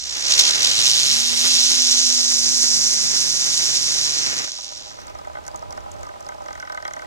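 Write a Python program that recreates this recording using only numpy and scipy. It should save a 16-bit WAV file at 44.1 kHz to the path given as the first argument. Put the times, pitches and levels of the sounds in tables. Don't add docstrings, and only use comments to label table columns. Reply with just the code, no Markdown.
import sys
import numpy as np
from scipy.fft import rfft, irfft, next_fast_len
from scipy.io import wavfile
from scipy.ndimage import map_coordinates

SR = 44100
rng = np.random.default_rng(int(sys.argv[2]) if len(sys.argv) > 2 else 0)


def put_to_file(sound):
    columns = np.atleast_2d(sound).T
    safe = np.clip(columns, -1, 1)
    whole_steps = np.round(safe * 32767)
    wavfile.write(sys.argv[1], SR, whole_steps.astype(np.int16))


N = 311742

# t/s, rate/(turns/s), even-spin hum level/dB
SPIN = [(0.6, 17.6, -51), (0.83, 30.7, -38), (1.0, 41.5, -37), (1.17, 50.5, -33), (1.27, 54.9, -33),
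        (1.4, 56.9, -33.5), (1.61, 58.1, -35), (1.94, 58.5, -33), (2.3, 56, -35), (2.73, 52, -35),
        (3.1, 47.4, -37), (3.5, 42.6, -41), (3.78, 39.8, -44), (4.09, 36.4, -46), (4.3, 35, -51),
        (4.47, 30, -64), (5.2, 25, -92)]
# f/Hz, relative level/dB, t60/s
BOARD_LOW_MODES = [(348, -5, 0.045), (594, -2, 0.09), (629.5, 8, 0.035), (800, 7, 0.042), (980, 3, 0.055),
                   (1250, 0, 0.06)]


def amp(db):
    return 10 ** (np.asarray(db) / 20)


def unit(x):
    return x / np.sqrt(np.mean(x ** 2) + 1e-20)


def along(points, hz):
    f, v = np.transpose(points)
    return np.interp(np.log(hz + 1), np.log(f + 1), v)


def curves(rows):
    s, *cols = np.transpose(rows)
    return [np.interp(np.arange(N) / SR, s, c) for c in cols]


def bumps(rows):
    t = np.arange(N) / SR
    return sum(db * np.exp(-((t - s) / length_s) ** 2) for s, db, length_s in rows)


def wander(knots_hz):
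    knots = rng.standard_normal(int(N * knots_hz / SR) + 4)
    return map_coordinates(knots, [np.arange(N) * knots_hz / SR])


def filtered(x, response):
    m = next_fast_len(N + SR // 4)
    return irfft(rfft(x, m) * response(np.fft.rfftfreq(m, 1 / SR)), m)[..., :N]


def pair(likeness=1):
    # f/Hz, correlation before the likeness factor
    alike = [(40, .9), (300, .85), (900, 0.79), (2200, .72), (3300, 0.87), (6700, 0.87), (7900, .68),
             (9000, 0.55), (12000, .5)]

    def shares(hz):
        angle = np.arccos(np.clip(likeness * along(alike, hz), 0, 1)) / 2
        return np.array([np.cos(angle), np.sin(angle)])

    mid, side = filtered(rng.standard_normal((2, N)), shares)
    return np.array([mid + side, mid - side])


def coloured(x, spectrum):
    return unit(filtered(x, lambda hz: amp(along(spectrum, hz))))


def flame(turns_rad):
    # t/s, hiss level/dB before the band changes, roar level/dB before the bass cut
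    jet = [(0, -28.5, -45), (0.12, -26, -36), (0.27, -21.5, -31), (0.4, -15, -26), (0.6, -20, -26),
           (0.8, -18, -29.5), (1.12, -18, -31.5), (1.32, -19.5, -30.5), (1.5, -15.5, -30.5),
           (2.0, -13.5, -32), (2.4, -15, -34), (2.62, -14, -32.5), (3.1, -16.5, -32.5),
           (3.88, -17.5, -32.5), (4.15, -18, -31.5), (4.24, -20, -29.5), (4.4, -25, -31), (4.455, -27, -34),
           (4.51, -29.5, -45), (4.62, -31.5, -49), (4.9, -39, -53), (5.1, -55.5, -48), (5.4, -79, -86)]
    # t/s, rise/dB, length/s
    flares = [(0.316, 5.5, 0.02), (0.369, -4.5, 0.016), (0.394, 4.5, 0.01), (0.41, 3.5, 0.0072),
              (0.434, -2.5, .006), (0.49, 2.5, 0.008), (0.527, -5, 0.0074), (0.558, 10, 0.0027),
              (0.569, -5, .004), (0.614, 2, 0.0026), (0.631, 12, 0.0023), (0.649, 7, 0.003),
              (0.672, 4, 0.0085), (0.698, 4, 0.0045), (.719, 3, 0.0034), (0.813, -1, 0.0035),
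              (0.867, 3.5, 0.0048), (4.187, 4.5, 0.0082), (4.268, 3.5, .008), (4.39, 3.5, 0.013),
              (4.447, 7, .003)]
    # t/s, rise/dB, length/s
    puffs = [(.169, 5, 0.015), (.31, 2, 0.012), (.852, 2, .015), (1.17, 3, .01), (1.333, 6, 0.0082),
             (1.45, 5, 0.021), (1.714, 2.5, 0.022), (2.055, -5.5, 0.027), (2.318, 5.5, 0.012),
             (2.636, 4, 0.0085), (2.888, 0.5, 0.011), (3.604, 4.5, .011), (4.27, 4.5, .01),
             (4.335, 1, 0.011), (4.405, 2, .02)]
    # t/s, depth of order 3, depth of order 4
    sweep = [(.5, .2, .3), (.85, .3, .3), (2.2, .25, .22), (2.8, .09, .15), (4.1, .1, .18), (4.6, .25, .3)]
    # f/Hz, relative level/dB per Hz
    hiss_colour = [(1000, -60), (2000, -28.5), (2600, -20), (3200, -13), (4000, -5), (4700, -2), (5500, 4),
                   (6200, 2.5), (6800, -4), (7600, -11), (8500, -17.5), (10000, -26), (12000, -33),
                   (15500, -42)]
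    roar_colour = [(20, -34), (60, -3.5), (150, 2.5), (400, 2), (900, -0.5), (1400, 0), (2000, 1),
                   (3000, -3), (6000, -27)]
    # t/s, extra level/dB
    body_gain = [(0, 6.5), (0.6, 13.5), (1.4, 12.5), (1.9, 6.5), (2.7, -2), (3.4, 3.5), (4.3, 5.5),
                 (4.8, 11)]
    sizzle_gain = [(0, -2.5), (0.4, 3.5), (1.25, 10.5), (1.9, 3.5), (3.7, 5), (4.3, -1.5), (4.7, -2)]
    sparks_per_s, spark_db, spark_spread_db = 150, 12, 2
    slow_burn_db, roar_flutter_db = 0.6, 1.1
    bass_hz, bass_start_db, bass_grows_s = 350, -8.5, 0.67
    roar_flare_share = 0.2

    t = np.arange(N) / SR
    hiss_db, roar_db = curves(jet)
    flare_db = bumps(flares)
    third, fourth = curves(sweep)
    beat = 1 + third * np.cos(3 * turns_rad) + fourth * np.cos(4 * turns_rad + 1)

    spit_db = slow_burn_db * wander(6.59) + 0.61 * wander(45) + 0.7 * wander(180) + 0.19 * wander(900)
    spark_gain = amp(spark_db + spark_spread_db * rng.exponential(size=N))
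    sparks = (rng.random(N) < sparks_per_s / SR) * spark_gain
    hiss = coloured((pair() + sparks) * beat * amp(spit_db), hiss_colour)
    body = filtered(hiss, lambda hz: 1 / (1 + (hz / 3900) ** 8))
    sizzle = filtered(hiss, lambda hz: 1 / (1 + (9000 / (hz + 1)) ** 8))
    sizzle_db = curves(sizzle_gain)[0] + 1.44 * wander(31.18)
    hiss += (amp(curves(body_gain)[0]) - 1) * body + (amp(sizzle_db) - 1) * sizzle

    flutter_db = 0.5 * spit_db + slow_burn_db * wander(15) + roar_flutter_db * wander(60)
    roar = coloured(pair() * amp(flutter_db), roar_colour)
    bass = filtered(roar, lambda hz: 1 / (1 + (hz / bass_hz) ** 4))
    roar += (amp(bass_start_db * np.exp(-(t / bass_grows_s) ** 2)) - 1) * bass
    roar_db = roar_db + bumps(puffs) + roar_flare_share * flare_db
    return amp(hiss_db + flare_db) * hiss + amp(roar_db) * roar


def hum(turns_rad):
    # t/s, level/dB
    wobble_level = [(0.6, -56), (1.5, -48), (2.25, -47), (2.35, -42), (2.9, -44), (3.4, -46.5), (4.3, -45),
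                    (4.5, -59), (5.2, -88)]
    # order, dB against the group level
    even_orders = [(4, 0.5), (8, -16), (7, -19)]
    wobble_orders = [(3, 1.5), (2, -12), (6, -2), (9, -6.5), (12, -6)]
    waver_db, even_blur_rad, wobble_blur_rad = 0.9, 0.28, 0.45

    groups = [(curves(SPIN)[1], even_orders, even_blur_rad),
              (curves(wobble_level)[0], wobble_orders, wobble_blur_rad)]
    total = np.zeros(N)
    for level_db, orders, blur_rad in groups:
        for order, db in orders:
            gain = amp(level_db + db + waver_db * wander(15))
            total += np.sqrt(2) * gain * np.sin(order * turns_rad + blur_rad * wander(24.7))
    return total


def knock_attack(t):
    return 1 - np.exp(-t / 0.0025)


def ring(modes, t):
    level_scatter_db, pitch_scatter, phase_scatter_rad = 2.2, 0.013, 0.7
    lead_rad, lead_full_hz = 0.75, 2000

    x = np.zeros((2, len(t)))
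    for hz, db, t60_s in modes:
        gain = amp(db + rng.normal(0, level_scatter_db) - 60 * t / t60_s)
        phase = 2 * np.pi * hz * rng.normal(1, pitch_scatter) * t + rng.normal(0, phase_scatter_rad)
        lead = lead_rad * min(hz / lead_full_hz, 1) ** 4 * rng.normal(1, 0.86)
        x += gain * np.sin(phase + np.array([[lead], [0]]))
    x *= knock_attack(t)
    return x / np.abs(x).max()


def click(hz, t):
    # f/Hz, relative level/dB
    click_colour = [(2500, -32), (4500, 1), (5800, 9), (7500, -6.5), (10000, -15), (15500, -25)]
    reference_hz, t60_s, attack_s = 5880, 0.013, 0.00055

    colour = amp(along(click_colour, np.fft.rfftfreq(len(t), 1 / SR) * reference_hz / hz))
    a, b = irfft(rfft(rng.standard_normal((2, len(t)))) * colour, len(t))
    envelope = amp(-60 * t / t60_s) * (1 - np.exp(-t / attack_s))
    x = np.array([a + 0.25 * b, a - 0.56 * b]) * envelope
    return x / np.abs(x).max()


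def faint_taps():
    count, span_s, pitch_hz = 90, (4.5, 7.05), 5800
    level_db, scatter_db = (-50, -57.5, -60), (3, 2, 3)
    slots = (np.arange(count) + rng.random(count)) / count
    times_s = np.interp(slots, [0, 1], span_s)
    levels_db = level_db + rng.standard_normal((count, 3)) * scatter_db
    return [(s, tick, pitch_hz, low, high) for s, (tick, low, high) in zip(times_s, levels_db)]


def taps():
    # t/s, click level/dB, click f/Hz, low knock level/dB, high knock level/dB
    clear_taps = [(4.4757, -30, 5510, -43.5, -42), (4.5837, -28, 5590, -43.5, -54),
                  (4.7182, -34, 6100, -43.5, -50), (4.9086, -38, 5300, -48, -49),
                  (4.9257, -39, 5660, -58, -64), (4.9849, -44, 5680, -43, -44.5),
                  (5.002, -31, 5530, -62, -55), (5.0156, -30, 5630, -64, -50),
                  (5.0692, -29, 6660, -48, -50), (5.0804, -31, 5220, -48, -51),
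                  (5.0978, -35, 5800, -45, -50), (5.1492, -34, 5820, -39, -46),
                  (5.1874, -31.5, 5670, -41, -51), (5.2114, -43, 5930, -44, -61),
                  (5.2467, -37, 5710, -51, -44.5), (5.2706, -42, 6900, -37, -52),
                  (5.2954, -48, 5640, -40, -49), (5.3324, -42, 6160, -58, -56),
                  (5.3504, -47, 6410, -38, -39.5), (5.3676, -46, 5000, -37, -42),
                  (5.3833, -50, 5830, -41, -49), (5.439, -38, 6110, -53, -53), (5.451, -36, 5800, -50, -57),
                  (5.465, -27, 6300, -52, -48), (5.473, -36, 6000, -58, -60), (5.479, -22, 6680, -37, -43),
                  (5.5139, -34, 5380, -53, -63), (5.544, -37, 5300, -37.5, -53),
                  (5.5593, -23.5, 6770, -49, -62), (5.574, -39, 6590, -53, -60),
                  (5.5927, -33, 5740, -56, -64), (5.6231, -34, 5400, -40, -49),
                  (5.6544, -48, 5010, -47, -59), (5.681, -50, 5800, -57, -62), (5.707, -28, 5750, -53, -60),
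                  (5.7248, -26, 6020, -39, -48), (5.748, -42, 5800, -49, -56),
                  (5.7743, -31, 5640, -38, -42), (5.8052, -36, 5980, -50, -52),
                  (5.8371, -49, 6630, -46, -63), (5.8594, -49, 6120, -40.5, -52),
                  (5.8794, -52, 6020, -52, -60), (5.892, -50, 5840, -47, -58),
                  (5.916, -29.5, 6960, -55, -63), (5.9389, -39, 6760, -59, -64),
                  (5.943, -52, 5800, -53, -61), (5.9638, -40, 5880, -51, -51),
                  (5.9845, -41, 5680, -57, -60), (5.993, -40, 6000, -58, -60),
                  (6.0102, -38, 6410, -49, -58), (6.0302, -30.5, 6140, -40, -46),
                  (6.0496, -38, 6300, -55, -46), (6.0667, -35, 5650, -41, -58),
                  (6.0883, -39, 6580, -44, -42), (6.1124, -44, 5670, -46, -53),
                  (6.1355, -45, 5810, -46, -50), (6.1561, -45, 6190, -44, -54),
                  (6.195, -50, 5800, -50, -60), (6.2061, -30.5, 6700, -47, -50),
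                  (6.2257, -33, 5930, -50, -52), (6.2462, -38, 6100, -47, -57),
                  (6.257, -38, 6000, -59, -60), (6.2647, -28, 5200, -44, -53),
                  (6.2876, -27.5, 6250, -39, -38.5), (6.3184, -46, 5670, -44, -44),
                  (6.3455, -37, 5410, -48, -59), (6.364, -44, 5800, -54, -59),
                  (6.3804, -41, 5800, -44, -57), (6.4034, -49, 6100, -40, -56),
                  (6.4196, -38, 6180, -44, -59), (6.439, -41, 6100, -49, -58),
                  (6.4593, -33.5, 6050, -43, -44), (6.4829, -30, 5660, -40, -37.5),
                  (6.5056, -34, 5700, -43, -40), (6.5286, -28, 6000, -46, -42),
                  (6.552, -34, 6260, -47, -40.5), (6.575, -36, 5300, -44, -46),
                  (6.599, -24.5, 5850, -48, -38), (6.6045, -43, 7000, -60, -58),
                  (6.619, -34, 5500, -60, -58), (6.6243, -36, 6190, -46, -36),
                  (6.6501, -37, 5810, -55, -44), (6.6727, -35, 5230, -46, -40),
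                  (6.6967, -33, 5710, -39, -36.5), (6.7211, -25.5, 5500, -39, -38),
                  (6.7255, -37, 6500, -58, -56), (6.7463, -30, 5730, -42, -39.5),
                  (6.773, -32, 5800, -40, -34.5), (6.7994, -41, 5130, -46, -43),
                  (6.8239, -30.5, 5750, -43, -41), (6.8501, -27, 5890, -37, -32),
                  (6.866, -40, 6000, -60, -41), (6.8777, -26, 5530, -38, -37),
                  (6.9077, -33, 5840, -41, -40), (6.9348, -23, 6260, -46, -36),
                  (6.9639, -30, 5890, -43, -38), (6.9922, -31, 5710, -44, -40.5),
                  (7.0186, -29, 5730, -43, -39), (7.045, -45, 5280, -55, -49)]
    # f/Hz, relative level/dB, t60/s
    high_modes = [(1250, -11, 0.055), (1513, -7, 0.045), (1860, -13, 0.027), (1976, -12, 0.028),
                  (2094, -13, 0.028), (2200, -18, .022), (2910, -24, .02), (3250, -20, 0.022),
                  (3860, -23, .02)]
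    # f/Hz, relative level/dB per Hz
    thud_colour = [(400, -12), (700, 6), (1500, 8), (2200, 5), (2600, -6), (3300, -4), (5000, -30)]
    port_gain_db = (1.5, 18, 14)
    knock_lag_s, thud_db, thud_t60_s = 0.001, -6, 0.014

    t = np.arange(SR // 12) / SR
    knocks, clicks = np.zeros((2, N + SR)), np.zeros((2, N + SR))
    thuds = np.zeros(N + SR)
    for s, click_db, hz, low_db, high_db in [*clear_taps, *faint_taps()]:
        click_db, low_db, high_db = np.add([click_db, low_db, high_db], port_gain_db)
        start = round(s * SR)
        clicks[:, start:start + len(t)] += amp(click_db) * click(hz, t)
        start = round((s + knock_lag_s) * SR)
        at = slice(start, start + len(t))
        knocks[:, at] += amp(low_db) * ring(BOARD_LOW_MODES, t) + amp(high_db) * ring(high_modes, t)
        thuds[at] += amp(high_db + thud_db - 60 * t / thud_t60_s) * knock_attack(t)
    return knocks[:, :N] + thuds[:N] * coloured(pair(), thud_colour) + clicks[:, :N]


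def rub():
    level_db, from_s, rise_db, rise_s = -39, 4.03, 47, 0.39
    damping, top_hz = 2.6, 1480

    def board(f):
        modes = sum(amp(db) * 1j * f / t60_s / (hz * hz - f * f + 1j * f * damping / t60_s)
                    for hz, db, t60_s in BOARD_LOW_MODES)
        return modes / (1 + (f / top_hz) ** 6)

    since_s = np.arange(N) / SR - from_s
    rub_db = level_db - rise_db * np.exp(-np.clip(since_s, -1, None) / rise_s)
    return amp(rub_db + 2.8 * wander(70)) * unit(filtered(pair(), board))


def night():
    # t/s, level/dB
    rumble_level = [(0, -48), (1.2, -44), (2.2, -59), (4.6, -56), (5.0, -43.5), (5.35, -41), (5.5, -41),
                    (5.65, -39.5), (5.78, -40.5), (5.95, -38), (6.15, -44), (6.27, -41), (6.4, -45),
                    (6.5, -42.5), (6.7, -47.5), (7.07, -43)]
    # f/Hz, relative level/dB per Hz
    rumble_colour = [(15, -26), (25, -5), (42, 1.5), (65, 6.5), (100, 1.5), (150, -6), (250, -10),
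                     (500, -7.5), (1500, -77)]
    self_noise_colour = [(100, 9.5), (1500, 7), (3000, 5.5), (5500, 4.5), (7000, 0), (8500, -4),
                         (10000, -10.5), (15500, -14)]
    rumble = amp(curves(rumble_level)[0] + 2.2 * wander(9)) * coloured(pair(), rumble_colour)
    return rumble + amp(-49 + 0.57 * wander(30)) * coloured(pair(likeness=0.085), self_noise_colour)


def scene():
    # t/s, left lead/samples
    left_lead = [(0, .8), (1.4, .8), (2.2, 0), (3, 0), (3.7, .3), (5, .5)]
    turns_rad = 2 * np.pi * np.cumsum(curves(SPIN)[0]) / SR
    spinner = flame(turns_rad) + hum(turns_rad) + taps() + rub()
    read_at = np.arange(N) + curves(left_lead)[0]
    spinner[0] = map_coordinates(spinner[0], [read_at], order=5, mode="nearest")
    return spinner + night()


def record(dry):
    # f/Hz, gain/dB
    left_gain = [(30, 0), (60, -1.5), (150, -4), (500, -3.5), (900, -2.5), (1500, -1.5), (2200, 1),
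                 (3600, 0), (4600, -3), (4950, -6), (5300, -9.5), (5600, -7.5), (6300, -5), (6700, -1),
                 (7200, 2), (10000, 1.5), (15000, 0)]
    # f/Hz, phase lag/rad
    left_lag = [(40, 3.5), (300, 3.3), (900, 2.8), (2200, 2.75), (3300, 3), (4900, 2.75), (5300, 2.2),
                (5600, 1.75), (6300, 1.2), (6700, 1), (7200, 1.3), (8900, 1.4), (10300, 1), (13000, 1.4)]
    ceiling, knee, top_hz = 0.9, 6, 15900

    def port_responses(hz):
        left = amp(along(left_gain, hz)) * np.exp(-1j * along(left_lag, hz))
        return np.array([left, np.ones(len(hz))])

    ports = filtered(dry, port_responses)
    ports = ports / (1 + np.abs(ports / ceiling) ** knee) ** (1 / knee)
    return filtered(ports, lambda hz: hz < top_hz)


dry = scene()
out = record(dry)
put_to_file(out)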